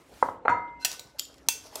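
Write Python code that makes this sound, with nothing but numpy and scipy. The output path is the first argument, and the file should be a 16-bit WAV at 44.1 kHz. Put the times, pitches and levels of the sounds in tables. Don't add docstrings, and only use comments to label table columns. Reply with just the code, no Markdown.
import sys
import numpy as np
from scipy import signal
from scipy.io import wavfile
from scipy.ndimage import uniform_filter1d

SR = 44100
rng = np.random.default_rng(int(sys.argv[2]) if len(sys.argv) > 2 else 0)


def volts_from_decibels(level):
    exponent = np.asarray(level, float) / 20
    return 10 ** exponent


def log_audio(samples):
    frames = np.atleast_2d(samples).T
    limited = np.clip(frames, -1, 1)
    pcm = np.round(limited * 32767).astype(np.int16)
    wavfile.write(sys.argv[1], SR, pcm)


N = 79380

# (frequency [Hz], width [Hz], level [dB])
ARM_BODY = [(2846, 280, -3), (3177, 32, 2), (4630, 690, 7.5), (5045, 360, 0.5), (5510, 210, -3.5),
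            (7080, 78, 0.5), (7850, 130, 1.5), (9600, 260, -15), (11600, 500, -2), (13800, 270, -12),
            (15000, 300, -8.5)]


def read(points, hz):
    f, value = np.transpose(points)
    return np.interp(np.log(hz + 1), np.log(f + 1), value)


def noise(tone, count, patchy_db=0.):
    hz = np.fft.rfftfreq(512, 1 / SR)
    real, imag, patches = rng.standard_normal((count // 128 + 5, 257, 3)).T
    patches = uniform_filter1d(patches, size=6, axis=0, mode="wrap")
    patches = uniform_filter1d(patches, size=8, axis=1)
    level_db = read(tone, hz)[:, None] + patchy_db * patches / patches.std()
    spectrum = (real + 1j * imag) * volts_from_decibels(level_db)
    x = signal.istft(spectrum, nperseg=512, noverlap=384)[1][:count]
    return x / x.std()


def strikes(events, body, ring=(), crack_db=-70, rise_ms=.3, scatter_db=5.0, room_db=-8, wash_db=-70):
    # (frequency [Hz], level [dB per Hz])
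    crack_tone = [(800, -25.5), (1900, -13.5), (3200, -8), (5500, -5.5), (10000, -9), (16000, -9)]
    out = np.zeros((2, N + SR))
    t = np.arange(SR if len(ring) else SR // 4) / SR
    rise = (1 - np.exp(-t / (rise_ms / 1000 + 1e-5))) ** 2
    for start, db, contact_ms in events:
        luck = rng.standard_normal(len(body) + len(ring))
        hit = np.zeros(len(t))
        for (hz, width, level), u in zip(body, luck):
            decay = width * np.exp(-np.pi * width * t)
            hit += volts_from_decibels(level + scatter_db * u) * decay * np.sin(2 * np.pi * hz * t)
        hit = rise * hit
        hit = hit / (np.max(abs(hit)) + 1e-12)
        for (hz, level, t60), phase in zip(ring, luck[::-1]):
            hit += rise * volts_from_decibels(level - 60 * t / t60) * np.sin(2 * np.pi * hz * t + phase)
        crack = np.zeros(len(t))
        crack[:2048] = noise(crack_tone, count=2048) * rise[:2048]
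        direct = hit + volts_from_decibels(crack_db - 60 * t / 0.012) * crack
        to_room = volts_from_decibels(room_db) * hit + volts_from_decibels(wash_db - 60 * t / 0.008) * crack
        push = np.exp(-2 * np.pi * t[:512] * 1000 / contact_ms)
        blow = signal.oaconvolve(np.array([direct, to_room]), push[None] / push.sum())[:, :len(t)]
        first = round(start * SR)
        out[:, first:first + len(t)] += volts_from_decibels(db) * blow
    return out[:, :N]


def rubbing(curve, tone, patchy_db, grit):
    t = np.arange(N) / SR
    s, db = np.transpose(curve)
    fade_in = np.clip((t - s[0]) / 0.0063 + (s[0] < .02), 0, 1)
    fade_out = np.clip((s[-1] + 0.025 - t) / 0.0067, 0, 1)
    level = volts_from_decibels(np.interp(t, s, db)) * fade_in * fade_out
    grains = (rng.random(N) < 300 / SR) * rng.exponential(1, N)
    grains = uniform_filter1d(grains, size=60) * 60
    return level * (1 + grit * grains) * noise(tone, count=N, patchy_db=patchy_db)


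def room_tone():
    # (frequency [Hz], level [dB per Hz])
    air_tone = [(25, -40), (60, 11.5), (130, -12), (450, -1.5), (1400, -13.5), (2400, -20), (4000, -29.5),
                (8000, -65)]
    # (frequency [Hz], level [dB])
    fan_lines = [(60, -69), (271, -64.5), (313, -69)]
    hiss_tone = [(500, -14.0), (8000, -18.0), (16000, -56)]  # (Hz, dB per Hz)
    t = np.arange(N) / SR
    out = volts_from_decibels(-58) * noise(air_tone, count=N, patchy_db=4.0)
    out += volts_from_decibels(-81) * noise(hiss_tone, count=N)
    for hz, db in fan_lines:
        waver = rng.standard_normal((2, N))
        waver = uniform_filter1d(waver, size=3000, axis=1, mode="wrap") * 55
        out += volts_from_decibels(db) * (1 + .5 * waver[0]) * np.sin(2 * np.pi * hz * t + 0.26 * waver[1])
    return out


def kitchen(x):
    # (frequency [Hz], t60 [s])
    decay = [(100, 0.75), (400, 0.59), (1000, 0.39), (2500, 0.35), (6000, 0.33), (14000, 0.21)]
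    taps = np.zeros(SR)
    at = np.arange(160, SR - 12, 12)
    taps[at + rng.integers(0, 12, len(at))] = rng.choice([-1., 1.], len(at))
    hz, t, z = signal.stft(taps, SR, nperseg=256)
    z = z * volts_from_decibels(-60 * t / read(decay, hz)[:, None])
    tail = signal.istft(z, SR, nperseg=256)[1]
    tail = tail * np.clip(np.arange(len(tail)) / SR / 0.0013, 0, 1)
    return signal.fftconvolve(x, tail / np.linalg.norm(tail))[:N]


def hand_rustle():
    # (time [s], level [dB])
    rub_curve = [(.79, -77), (.82, -54.5), (.84, -60), (.93, -45.5), (1.0, -60), (1.15, -73), (1.35, -66),
                 (1.45, -73), (1.6, -63), (1.66, -52.5), (1.71, -60), (1.745, -52.5), (1.8, -46.5)]
    # (frequency [Hz], level [dB per Hz])
    rub_tone = [(1000, -5), (2500, -5.5), (5500, 1.5), (8000, -7.5), (12000, -9.5), (16000, -22)]
    return rubbing(rub_curve, rub_tone, patchy_db=2.5, grit=.35)


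def bowl_slide():
    # (time [s], level [dB])
    drag_curve = [(0, -64), (.05, -67.5), (.16, -58), (.25, -54.5), (.31, -62.5), (.37, -76.5)]
    # (frequency [Hz], level [dB per Hz])
    drag_tone = [(1000, -3), (2000, -4), (6000, -7.5), (10000, -11), (16000, -19)]
    return rubbing(drag_curve, drag_tone, patchy_db=1.5, grit=.2)


def counter_boom():
    # (time [s], peak [dB], contact [ms])
    booms = [
        (.24, -36.5, 1.5),
        (.49, -30, 3.4),
    ]
    # (frequency [Hz], width [Hz], level [dB])
    board = [(66.4, 26, -18), (91, 67, -2), (185, 21.5, -11.5), (283, 85, 8)]
    return strikes(booms, board, rise_ms=24.0, scatter_db=0.0, room_db=-2.5)


def food_plops():
    # (time [s], peak [dB], contact [ms])
    plops = [
        (1.653, -43, 0.39),
        (1.664, -53, 0.63),
        (1.724, -42, 0.81),
        (1.748, -43, 0.51),
        (1.756, -33.5, 0.23),
        (1.775, -41, 0.35),
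        (1.791, -52, 0.63),
    ]
    # (frequency [Hz], width [Hz], level [dB])
    plop_body = [(500, 120, -6), (640, 170, 0), (800, 150, -3), (1020, 120, -8), (1280, 150, -10)]
    return strikes(plops, plop_body, rise_ms=2.55, scatter_db=4.5, room_db=-1)


def hinge_ticks():
    # (time [s], peak [dB], contact [ms])
    ticks = [
        (.1396, -48, .07),
        (1.2516, -33, .2),
        (1.273, -42, .3),
        (1.3305, -45, .4),
        (1.3414, -40, .25),
        (1.3813, -44, .2),
        (1.466, -52, .15),
    ]
    return strikes(ticks, ARM_BODY, crack_db=-3, rise_ms=0.6, scatter_db=4, room_db=-12, wash_db=-12)


def bowl_tip():
    # (time [s], peak [dB], contact [ms])
    tips = [
        (.2258, -4.5, .6),
        (.2862, -17, .9),
    ]
    # (frequency [Hz], width [Hz], level [dB])
    tip_body = [(523, 55, -5.5), (948, 163, -0.5), (1004, 196, -7), (1265, 76, -5.5), (1618, 90, -15),
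                (2022, 97, -17.5)]
    return strikes(tips, tip_body, rise_ms=0.76, scatter_db=1, room_db=-11.0)


def bowl_set_down():
    # (time [s], peak [dB], contact [ms])
    touches = [
        (.4512, -20, 0.5),
        (.4555, -15.5, 0.56),
    ]
    # (time [s], peak [dB], contact [ms])
    sets = [
        (.481, -4, .3),
        (.4935, -14, .2),
        (.499, -15, .5),
        (.512, -20, .6),
    ]
    # (time [s], peak [dB], contact [ms])
    swell = [
        (.514, -17.5, 0.83),
    ]
    # (frequency [Hz], width [Hz], level [dB])
    touch_body = [(529, 57, -5.5), (824, 77, 1), (1320, 110, -22.5), (2000, 740, -22), (4100, 33, -34.5),
                  (6650, 26, -44.5)]
    set_body = [(815, 110, -7), (1050, 200, -9), (1303, 260, 1), (1893, 140, -10), (2520, 60, -27),
                (3700, 80, -33), (4330, 50, -30)]
    swell_body = [(983, 24, 0)]
    # (frequency [Hz], level [dB], t60 [s])
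    set_ring = [(748, -35, 0.43), (1272, -36, .25), (1297, -33, 0.33), (1400, -38, .39), (1696, -38, .35),
                (1965, -33, .19)]
    upper_notes = [(2530, -28.5, 0.15), (2850, -36.5, 0.13), (3480, -38.5, 0.22), (3690, -40.5, 0.19),
                   (4296, -35.5, 0.27), (5660, -44, 0.32), (5800, -38, 0.11), (6460, -42.5, 0.23),
                   (7068, -32.5, 0.11), (7700, -41, 0.16), (8500, -35.5, 0.026)]
    clear_notes = [(912, -21, .25), (953, -17, .7), (2083, -29, .95)]
    hits = strikes(touches, touch_body, rise_ms=0.81, room_db=-5.5)
    hits += strikes(sets, set_body, crack_db=-38, rise_ms=0.4, scatter_db=.6, room_db=-7, wash_db=-33)
    hits += strikes(sets[:1], [], set_ring, rise_ms=3.8, room_db=2.5)
    hits += strikes(sets[1:2], [], upper_notes, crack_db=-20, rise_ms=1.5, room_db=-16)
    hits += strikes(swell, swell_body, rise_ms=7., room_db=-8)
    hits += strikes(sets[:1], [], clear_notes, rise_ms=6., room_db=-24)
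    return hits


def tongs_drag():
    # (time [s], peak [dB], contact [ms])
    nudges = [
        (.7976, -55, .1),
        (.808, -52, .2),
        (.816, -44, .2),
        (.8252, -37, .2),
    ]
    # (frequency [Hz], width [Hz], level [dB])
    nudge_body = [(1450, 300, -7), (2680, 30, 1), (4130, 36, 1), (5830, 90, -8), (7400, 50, -14),
                  (8100, 50, -12)]
    # (time [s], peak [dB], contact [ms])
    handle = [
        (.812, -50, .1),
        (.823, -43, .1),
    ]
    # (frequency [Hz], level [dB], t60 [s])
    handle_tone = [(1498, 0, .75)]
    hits = strikes(nudges, nudge_body, rise_ms=1.6, scatter_db=2., room_db=-6, crack_db=-10)
    hits += strikes(handle, [], handle_tone, rise_ms=6., room_db=-20)
    return hits


def tongs_lift():
    # (time [s], peak [dB], contact [ms])
    lifts = [
        (.8475, -11.5, 0.1),
        (.8505, -12.5, 0.15),
        (.8545, -19.5, 0.057),
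        (.8595, -25.5, .1),
    ]
    # (time [s], peak [dB], contact [ms])
    rattles = [
        (.9153, -23, .15),
        (.9285, -29, .15),
        (.9946, -27, .07),
    ]
    # (frequency [Hz], width [Hz], level [dB])
    lift_body = [(790, 190, -13), (1845, 89, -6.5), (2710, 270, -2), (4290, 440, -1.5), (4760, 65, -13),
                 (5823, 76, 1.5), (6940, 140, -9.5), (7870, 98, -4), (9290, 81, -9), (10880, 120, -17),
                 (12860, 54, -2), (12400, 60, -20), (14300, 100, -31)]
    rattle_body = [(2280, 350, -11.5), (4040, 510, -2.5), (4760, 110, -1.5), (6280, 630, 1), (6900, 55, -2),
                   (7880, 160, -6.5), (11000, 180, -4.5), (13200, 160, -11), (14700, 130, -30)]
    # (frequency [Hz], level [dB], t60 [s])
    lift_ring = [(2662, -11, 0.08), (5770, -41, 0.16)]
    hits = strikes(lifts, lift_body, crack_db=4.6, scatter_db=0.5, rise_ms=0.63, room_db=-9.5, wash_db=0.5)
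    hits += strikes(lifts[:1], [], lift_ring, rise_ms=0.39, room_db=-10)
    hits += strikes(rattles, rattle_body, crack_db=-3.5, rise_ms=0.52, scatter_db=-3.5,
                    room_db=-12, wash_db=-1)
    return hits


def tongs_snap():
    # (time [s], peak [dB], contact [ms])
    snaps = [
        (1.1855, -32, .2),
        (1.1897, -27, .12),
        (1.1947, -14, .05),
    ]
    # (frequency [Hz], level [dB], t60 [s])
    snap_ring = [(3120, -31, .2), (5070, -33, .18), (7030, -31, .15)]
    return strikes(snaps, ARM_BODY, snap_ring, crack_db=-3.5, scatter_db=2.0, rise_ms=0.55,
                   room_db=-10.5, wash_db=-8)


def tongs_on_glass():
    # (time [s], peak [dB], contact [ms])
    clinks = [
        (1.4862, -5, 0.02),
        (1.4885, -16, .04),
        (1.4905, -20, .04),
    ]
    # (time [s], peak [dB], contact [ms])
    taps = [
        (1.7555, -20, 0.11),
        (1.7575, -26, .07),
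    ]
    # (frequency [Hz], width [Hz], level [dB])
    clink_body = [(910, 200, -7), (1780, 120, -14), (2490, 320, -9), (3580, 130, -10), (4120, 280, -1),
                  (4910, 120, -11), (5600, 150, -6), (6070, 280, 1), (7570, 160, -7), (8420, 200, -3),
                  (9350, 150, -11), (10600, 400, -9), (12600, 500, -9), (15600, 120, -13)]
    tap_body = [(2140, 100, -20), (3500, 220, -14), (5120, 220, 2.5), (6250, 180, -4), (7500, 380, -2.5),
                (9700, 340, -9), (11680, 270, -4), (14500, 360, -29)]
    # (frequency [Hz], level [dB], t60 [s])
    clink_ring = [(1497, -50, .8), (2678, -26, .23), (6050, -35, .25), (8420, -37, .22), (14063, -24, .05)]
    hits = strikes(clinks, clink_body, crack_db=-6, rise_ms=0.25, scatter_db=.6, room_db=-14, wash_db=-6)
    hits += strikes(clinks[:1], [], clink_ring, rise_ms=1.0, room_db=-17)
    hits += strikes(taps, tap_body, crack_db=0, rise_ms=0.83, room_db=-21, wash_db=3.5)
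    return hits


def scene():
    bowl = bowl_tip() + bowl_set_down() + counter_boom()
    tongs = tongs_drag() + tongs_lift() + tongs_snap() + hinge_ticks() + tongs_on_glass()
    direct, to_room = bowl + tongs + food_plops()
    rubs = bowl_slide() + hand_rustle()
    return (direct + kitchen(to_room) + rubs + room_tone())[None]


def roll_off(x):
    return signal.sosfilt(signal.butter(12, 16530, fs=SR, output="sos"), x)


def record(dry):
    low_cut = signal.butter(4, 42, "high", fs=SR, output="sos")
    band_limit = signal.firwin(127, 15850, window=("kaiser", 9), fs=SR)
    mix = signal.sosfilt(low_cut, dry)
    mix = signal.oaconvolve(mix, band_limit[None], "same")
    return roll_off(mix)


dry = scene()
out = record(dry)
log_audio(out)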